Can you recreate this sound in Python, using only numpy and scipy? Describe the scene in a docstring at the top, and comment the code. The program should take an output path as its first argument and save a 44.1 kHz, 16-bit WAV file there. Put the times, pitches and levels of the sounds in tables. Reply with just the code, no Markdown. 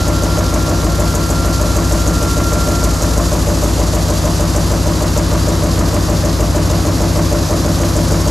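"""A punch press close by stamps a steel sheet about six and a half times a second, over hiss and hall rumble.
In each stroke a chain of blows rings the press parts as decaying sines, and the slug cracks out in noise bursts.
Air hiss, a coloured noise whose middle and treble swell slowly, and a far-off whine sink after each stroke.
The whine, a sagging sine, wavers from the start, stops near 2.9 s and dies away by 3.5 s.
Near 2.9 and 7.4 s the strokes leave a longer gap as the sheet steps to a new row."""
import sys
import numpy as np
from scipy import signal
from scipy.fft import rfft, irfft, next_fast_len
from scipy.io import wavfile
from scipy.ndimage import uniform_filter1d

SR = 44100
rng = np.random.default_rng(int(sys.argv[2]) if len(sys.argv) > 2 else 0)


def dump_mix(stems):
    """Bounce the given channels to the path in sys.argv[1] as a 16-bit WAV at rate SR."""
    frames = np.atleast_2d(stems).T  # one column per channel
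    limited = np.clip(frames, -1, 1)  # hard clip at full scale
    pcm = np.round(limited * 32767).astype(np.int16)
    wavfile.write(sys.argv[1], SR, pcm)


N = 366030
LEAD = SR  # samples before time zero, so that earlier strokes still ring

# Strokes, with a longer gap at each new row: (time [s], crack drive [dB], tool knock [dB])
STROKES = [(-0.078, -23.4, 0.0), (0.0752, -23.3, 0.0), (0.2294, -23.7, -1.0), (0.381, -25.2, -0.8),
           (0.5354, -23.0, -0.3), (0.6864, -25.0, 0.0), (0.8405, -24.7, -0.6), (0.9948, -24.6, 1.2),
           (1.1469, -23.3, -1.8), (1.2992, -22.2, -2.1), (1.4533, -23.8, -2.2), (1.6079, -23.0, 0.3),
           (1.7615, -22.0, -0.6), (1.9179, -21.4, -1.2), (2.0715, -21.8, -1.3), (2.2231, -24.3, -1.8),
           (2.3752, -25.3, 0.0), (2.5276, -24.2, 0.0), (2.6797, -22.6, -0.1), (2.8353, -20.9, 0.0),
           (3.0173, -22.8, -1.0), (3.1717, -25.0, 1.0), (3.3249, -25.0, 0.0), (3.4774, -26.1, 1.3),
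           (3.6336, -24.2, 0.8), (3.7892, -24.6, 0.6), (3.9432, -22.4, -1.1), (4.0959, -24.3, 0.8),
           (4.2489, -25.6, 0.4), (4.403, -24.3, 0.1), (4.557, -23.5, 0.3), (4.7118, -25.9, 0.3),
           (4.8649, -24.6, -0.3), (5.0176, -25.9, -0.6), (5.1716, -21.7, 0.1), (5.3254, -25.7, -0.2),
           (5.4791, -25.1, 0.9), (5.6326, -26.1, 0.6), (5.786, -24.4, -0.8), (5.9379, -24.2, -0.6),
           (6.0922, -27.6, 0.2), (6.2456, -25.1, 0.4), (6.4023, -26.4, 0.1), (6.5552, -26.8, 0.7),
           (6.7078, -26.3, -0.2), (6.858, -25.6, -0.7), (7.0119, -26.5, 0.4), (7.1658, -26.8, 0.6),
           (7.3215, -25.1, 1.8), (7.5034, -25.1, 1.5), (7.6553, -26.9, -0.3), (7.8076, -27.6, 0.1),
           (7.9617, -24.3, 1.0), (8.1159, -25.2, 0.2), (8.2705, -23.4, 0.0)]
STROKE_S = 0.1535  # usual time per hole

# Blows that each part takes in one stroke: (time after the stroke [ms], strength [dB], direction [+1 or -1])
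FRAME_BLOWS = [(-39.3, -9.4, 1), (-2.4, 0, 1), (42.44, -2.9, -1), (69.96, -1, 1)]
RAM_BLOWS = [(-8.42, -8.6, 1), (-2.93, -18.6, 1), (31.44, 0.0, -1), (64.36, -8.6, 1), (101.36, -2.6, 1)]
BED_BLOWS = [(2.16, -12.5, 1), (9.89, -2.0, 1), (17.08, -3.1, -1), (42.71, 0.0, 1), (83.8, -3.2, -1),
             (91.83, -0.9, -1)]
TABLE_BLOWS = [(-6.37, 0.0, 1), (16.99, -3.3, -1), (35.72, -2.5, -1), (65.94, -8.4, 1), (98.13, -5.2, -1)]
TOOL_BLOWS = [(-7.83, -4.1, -1), (0.51, -2.9, -1), (8.22, -2.3, 1), (10.55, -4.8, 1), (22.37, 0.0, 1),
              (39.49, -7.7, -1), (96.28, -8.1, -1)]
DIE_BLOWS = [(-9.98, -1.3, -1), (9.51, 0.0, -1), (11.42, -2.1, -1), (20.04, -13.9, 1), (25.19, -5.1, -1)]

# Ringing modes of each part: (frequency [Hz], level [dB], time to fall 60 dB [s], sense at the ear [+1 or -1])
FRAME_MODES = [(47.2, -21, .6, 1), (56, -20.5, .55, 1), (65.9, -11.3, .11, -1), (90.6, -18, .6, 1),
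               (103.6, -11.7, .11, -1), (121.4, -27.5, .63, 1)]
RAM_MODES = [(150.2, -23.2, 0.42, 1), (162.0, -21.6, 0.36, -1), (184.4, -27.4, 0.62, 1),
             (201.6, -29, 1.0, 1), (228.0, -37, 1.0, 1)]
BED_MODES = [(235.2, -32, 0.08, -1), (267.4, -26.5, 0.27, -1), (288.3, -22.6, 0.25, -1),
             (313.4, -26.5, 0.8, -1), (333.8, -26.5, 0.23, 1), (354.3, -37.9, 0.32, 1)]
TABLE_MODES = [(402.7, -41.4, 0.98, -1), (420.7, -37, 0.23, 1), (453.0, -36, 0.32, -1),
               (499.2, -28.9, 0.21, -1), (506.4, -31.8, 0.86, 1)]
TOOL_MODES = [(546.4, -24.4, 0.19, 1), (592.3, -25.3, 0.3, 1), (603.1, -25.5, 0.08, 1),
              (690, -30.5, 0.45, -1)]
DIE_MODES = [(759.1, -37, 0.21, -1), (861.8, -34.4, 0.2, 1), (914.0, -43.6, 0.22, 1),
             (974.1, -40.2, 0.37, 1), (1035.6, -51.2, 0.46, -1)]

# Trim of the blows on frame, ram, bed, table, tool, die: (level [dB])
PART_TRIM = [0.11, 0.033, 0.2, 0.1, 0.083, 1]
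# Contact setting for the same parts, heavier ones pushed more softly: (time [ms])
PART_CONTACT = [3, 1.5, 1, .6, .45, .25]
FRAME_SCATTER_DB = 0.3  # stroke to stroke
# Ram and bed ring fuller as the sheet travels: (time [s], level [dB])
RAM_BED_RING = [(0, -0.5), (5.5, -0.06), (7, 1), (8.3, 2)]
# Frame balance as the sheet travels, added to the upper modes and taken off the lower: (time [s], level [dB])
FRAME_TILT = [(0, 0), (2.7, -2), (4.5, 0), (6.7, 0.5), (8.3, 1)]

# Rattles of the loose sheet: (time after the stroke [ms], level [dB], time to fall 60 dB [s])
RATTLES = [(-11.5, -34, 0.16), (25.5, -26.5, 0.051), (46.5, -39.5, 0.57)]
# Colour of the sheet's rattle: (frequency [Hz], level [dB])
SHEET_COLOUR = [(450, -26), (600, 10), (800, 0), (1150, 10), (1500, 0), (2200, -4.5), (3200, -8),
                (4200, -30)]

# The slug tears, then drops free: (time after the stroke [ms], level [dB])
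SNAPS = [(2.4, -.5), (6.6, -3)]
# Colour of the slug's crack: (frequency [Hz], level [dB])
SNAP_COLOUR = [(2500, 5), (4300, 0.5), (6500, 24), (8000, 18.5), (9500, 9.5), (12000, 14), (13500, 0),
               (15500, -35.5)]

ROOM_T60_S, ROOM_DB = 0.53, -19  # echo decay time, echo gain

# Colour of the air hiss: (frequency [Hz], density [dB per Hz])
AIR_COLOUR = [(1470, -42), (2500, -2), (3050, -1.5), (4860, 6), (5280, 4.5), (6590, 4.5), (7390, 3),
              (8290, -3), (9080, -4.5), (11700, -2), (12400, -6), (14100, -19), (15500, -86)]
AIR_DB = -29  # rms of the mid part before flutter, swells and dip
# Swell of the hiss at 2.5-5.5 kHz: (time [s], level [dB])
AIR_MIDDLE = [(0, 0.5), (1, -0.1), (2, 0), (3, -0.2), (4, 0.5), (4.7, 0.5), (5.4, 1), (6.1, 0), (7, 0),
              (8.3, -.5)]
# Swell of the hiss above 5.5 kHz: (time [s], level [dB])
AIR_TREBLE = [(0, -0.6), (1, 0), (2, 0.5), (2.6, 0.8), (3.5, 1), (4.5, 0.5), (5.6, -0.1), (6.5, -0.5),
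              (7.5, -0.2), (8.3, -0.5)]

# Whine before the ear balance and dip: (time [s], rms level [dB])
WHINE_LEVEL = [(0, -29.5), (.45, -29.5), (.9, -31), (1.4, -28), (1.9, -32), (2.2, -27.5), (2.5, -25.5),
               (2.89, -27), (2.94, -37), (3.12, -34), (3.3, -43), (3.5, -49)]
WHINE_HZ, WHINE_SAG_HZ_PER_S = 1374.5, 0.22

# Sinking of hiss and whine around a stroke: (time after the stroke [ms], share of full depth [ratio])
DIP = [(-2, -0.13), (-2, -0.74), (15, -0.47), (24, -0.81), (46, -0.53), (89, -0.26), (122, -0.46),
       (155, -0.42)]

# Bass part of the hall rumble: (frequency [Hz], density [dB per Hz])
HALL_BASS = [(25, -4), (40, -10), (60, -13), (75, -11), (115, -4), (140, -7), (180, -6), (215, -9),
             (255, -3)]
# Whole colour of the hall rumble, bass included: (frequency [Hz], density [dB per Hz])
HALL_COLOUR = HALL_BASS + [(320, -5.0), (400, -10.5), (480, -11.0), (560, -8.5), (650, -10.5), (850, -14.5),
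               (1100, -13.0), (2000, -23.0), (3000, -34.5), (4000, -79.0)]
HALL_DB = -26.5  # rms of the mid part

# Stereo width of the noises: (frequency [Hz], side minus mid [dB])
SIDE_WIDTH = [(60, -14), (110, -9), (200, -16), (380, -9), (700, -10), (1290, -10), (2380, -4), (3500, -6),
              (4400, -15.5), (5500, -40), (7000, -14.5), (8800, -26), (10500, -13), (15000, 1)]
# Stereo balance of the whole sound: (frequency [Hz], left minus right [dB])
LEAN = [(40, -4), (60, 3.5), (85, -0.4), (125, 1.3), (200, 0.5), (380, 2.5), (700, 0), (1290, -0.5),
        (2380, 1), (4400, 0), (8120, -0.5), (11000, -3.5), (15000, -4)]
TOP_HZ = 15660  # steep upper limit


def press(strokes_s, tool_db, scatter_db=0.5, scatter_ms=0.04):
    """The blows of every stroke, never quite alike, ring the parts of the press; the loose sheet rattles along."""
    s, tool_db = strokes_s[:, None], tool_db[:, None]
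    frame_db = FRAME_SCATTER_DB * rng.standard_normal((len(s), 1))
    ram_db = np.interp(s, *np.transpose(RAM_BED_RING))
    tilt_db = np.interp(s, *np.transpose(FRAME_TILT))
    # modes, blows, level per stroke [dB], place in the part tables
    parts = (
        (FRAME_MODES[:3], FRAME_BLOWS, frame_db - tilt_db, 0),
        (FRAME_MODES[3:], FRAME_BLOWS, frame_db + tilt_db, 0),
        (RAM_MODES, RAM_BLOWS, ram_db, 1),
        (BED_MODES, BED_BLOWS, ram_db, 2),
        (TABLE_MODES, TABLE_BLOWS, frame_db, 3),
        (TOOL_MODES, TOOL_BLOWS, tool_db, 4),
        (DIE_MODES, DIE_BLOWS, frame_db, 5),
    )
    ringing = 0
    for modes, blows, stroke_db, part in parts:
        ms, blow_db, direction = np.transpose(blows)
        luck = rng.standard_normal((len(s), 2, len(ms)))
        blow_db = blow_db + PART_TRIM[part] + stroke_db + scatter_db * luck[:, 0]
        at_s = s + (ms + scatter_ms * luck[:, 1]) / 1000
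        push = taps(at_s, np.sign(direction) * undb(blow_db))
        ringing = ringing + ring(soften(push, PART_CONTACT[part]), modes)
    return ringing + sheet_rattle(s)


def sheet_rattle(s):
    """The loose sheet chatters: coloured noise under envelopes that die away after each knock."""
    shake = 0
    for ms, db, t60_s in RATTLES:
        knock_db = db + 1.3 * rng.standard_normal((len(s), 1))
        shake = shake + fade(taps(s + ms / 1000, undb(knock_db)), t60_s)
    return soften(shake, 2) * level(colour(rng.standard_normal(N), SHEET_COLOUR), 0)


def crack(strokes_s, drive_db, scatter_db=0.9, scatter_ms=0.6):
    """The slug shears out in two uneven snaps: bright bursts with a short fizzing tail."""
    ms, snap_db = np.transpose(SNAPS)
    luck = rng.standard_normal((len(strokes_s), 2, len(ms)))
    late_ms = scatter_ms * luck[:, 0] * [0, 1]  # only the second snap wanders in time
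    at_s = strokes_s[:, None] + (ms + late_ms) / 1000
    hit_db = drive_db[:, None] + snap_db + scatter_db * luck[:, 1]
    hit = soften(taps(at_s, undb(hit_db)), 0.42)
    burst = undb(-4.5) * fade(hit, 0.011)
    fizz = undb(-9.5) * fade(hit, 0.12)
    return (burst + fizz) * wide_noise(SNAP_COLOUR, 0)


def room(x):
    """Diffuse echo: decaying noise, different in each ear, without the deepest bass."""
    t = np.arange(SR) / SR
    tail = band(rng.standard_normal((2, SR)), 220.0, 7900) * np.exp(-np.log(1000) * t / ROOM_T60_S)
    tail = tail / np.sqrt(np.sum(tail ** 2, axis=1, keepdims=True))
    return undb(ROOM_DB) * signal.fftconvolve(x[None], tail, axes=1)[:, :N]


def air():
    """Compressed air at the die: a broad hiss that flutters a little, its middle and treble swelling slowly."""
    flutter_db = 0.95 * walk(150) + 0.44 * walk(0.68)
    hiss = wide_noise(AIR_COLOUR, AIR_DB) * undb(flutter_db)
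    treble = colour(hiss, [(5200, -42), (5800, -3), (7800, 7.5), (10500, -1)])
    middle = colour(hiss, [(2200, -40), (2700, 5), (5000, -2), (5700, -40)])
    return hiss + treble * swell(AIR_TREBLE) + middle * swell(AIR_MIDDLE)


def swell(curve):
    """Share of a band to add or take away as its level curve moves."""
    return undb(np.interp(np.arange(N) / SR, *np.transpose(curve))) - 1


def whine():
    """A distant pure whine that sags slowly in pitch, wavers in level, stops and dies away in the hall."""
    t = np.arange(N) / SR
    ear_db = np.array([[-1.5], [1.5]])  # louder on the right
    db = np.interp(t, *np.transpose(WHINE_LEVEL), right=-90) + ear_db
    cycles = (WHINE_HZ - WHINE_SAG_HZ_PER_S * t / 2) * t
    return np.sqrt(2) * undb(db) * np.sin(2 * np.pi * cycles)


def dip(strokes_s, depth_db):
    """Gain of steady sounds: they sink just after each stroke and swell part of the way back, unevenly."""
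    t = np.arange(N) / SR
    begun = np.searchsorted(strokes_s, t + 0.006)  # a stroke counts from 6 ms ahead of it
    latest_s = strokes_s[np.minimum(begun, len(strokes_s)) - 1]
    since_ms = 1000 * (t - latest_s)
    share = uniform_filter1d(np.interp(since_ms, *np.transpose(DIP)), size=100)
    return undb(depth_db * share)


def rumble():
    """The hall's steady rumble: wide noise, strongest in the bass."""
    return wide_noise(HALL_COLOUR, HALL_DB)


def undb(db):
    """Decibels to gain."""
    return 10 ** (np.asarray(db) / 20)


def level(x, db):
    """Scale to an rms level."""
    return x * undb(db) / np.sqrt(np.mean(x ** 2))


def colour(x, table):
    """Filter by (frequency [Hz], level [dB]) points joined on a log frequency axis."""
    hz, db = np.transpose(table)
    size = next_fast_len(N)
    f = np.maximum(np.arange(size // 2 + 1) * SR / size, 1)
    gain = undb(np.interp(np.log(f), np.log(hz), db))
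    return irfft(rfft(x, size) * gain, size)[..., :N]


def band(x, lo_hz, hi_hz, order=2):
    """Band-pass."""
    return signal.sosfilt(signal.butter(order, [lo_hz, hi_hz], "band", fs=SR, output="sos"), x)


def walk(rate_hz):
    """Random levels, each held for one period of the rate and smoothed twice; spread near 1."""
    hold = int(SR / rate_hz)
    steps = np.repeat(rng.standard_normal(N // hold + 1), hold)
    return 1.5 * uniform_filter1d(uniform_filter1d(steps, hold), hold)[:N]


def wide_noise(table, db):
    """Coloured noise with an unrelated side part."""
    mid = level(colour(rng.standard_normal(N), table), db)
    side = colour(level(colour(rng.standard_normal(N), table), db), SIDE_WIDTH)
    return np.array([mid + side, mid - side])


def taps(at_s, size):
    """Impulses at the given times, each shared between two samples."""
    out = np.zeros(N + LEAD + 1)
    at = np.ravel(at_s) * SR + LEAD
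    keep = at < N + LEAD
    at, size = at[keep], np.ravel(size)[keep]
    k = at.astype(int)
    np.add.at(out, k, size * (1 - at + k))
    np.add.at(out, k + 1, size * (at - k))
    return out[:-1]


def soften(x, contact_ms):
    """Spread each impulse into a rounded push, about 0.7 of the contact setting wide at half height."""
    size = max(int(contact_ms * SR / 1400), 1)
    return uniform_filter1d(uniform_filter1d(x, size=size), size=size)


def ring(x, modes):
    """Decaying sines; each mode first pushes or first pulls the air."""
    t = np.arange(SR) / SR
    body = 0
    for hz, db, t60_s, sense in modes:
        decay = np.exp(-np.log(1000) * t / t60_s)
        body = body + np.sign(sense) * undb(db) * decay * np.sin(2 * np.pi * hz * t)
    return signal.fftconvolve(x, body)[LEAD:LEAD + N]


def fade(x, t60_s):
    """Each impulse becomes an envelope that dies away."""
    return signal.lfilter([1], [1, -np.exp(-np.log(1000) / (t60_s * SR))], x)[LEAD:]


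def scene():
    """The press, its echo and the steady sounds around it."""
    first_s, *first_levels = STROKES[0]
    earlier = [(first_s - k * STROKE_S, *first_levels) for k in (4, 3, 2, 1)]  # still ringing at the start
    strokes_s, crack_db, tool_db = np.transpose(earlier + list(STROKES))
    machine = press(strokes_s, tool_db)
    steady = dip(strokes_s, 6.8) * air() + dip(strokes_s, 14.6) * whine() + rumble()
    return machine + room(machine) + crack(strokes_s, crack_db) + steady


def record(dry, gain_db=2.0):
    """Uneven left and right colour, bass cut, soft ceiling, steep top."""
    lean = np.array(LEAN)
    left = colour(dry[0], lean * [1, 0.5])  # each side takes half the difference
    right = colour(dry[1], lean * [1, -0.5])
    bass_cut = signal.butter(4, 31.0, "high", fs=SR, output="sos")
    x = undb(gain_db) * signal.sosfilt(bass_cut, np.array([left, right]))
    limited = np.tanh(0.94 * x) / 0.69
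    return signal.sosfilt(signal.ellip(10, 0.2, 80, TOP_HZ, fs=SR, output="sos"), limited)


dry = scene()
out = record(dry)
dump_mix(out)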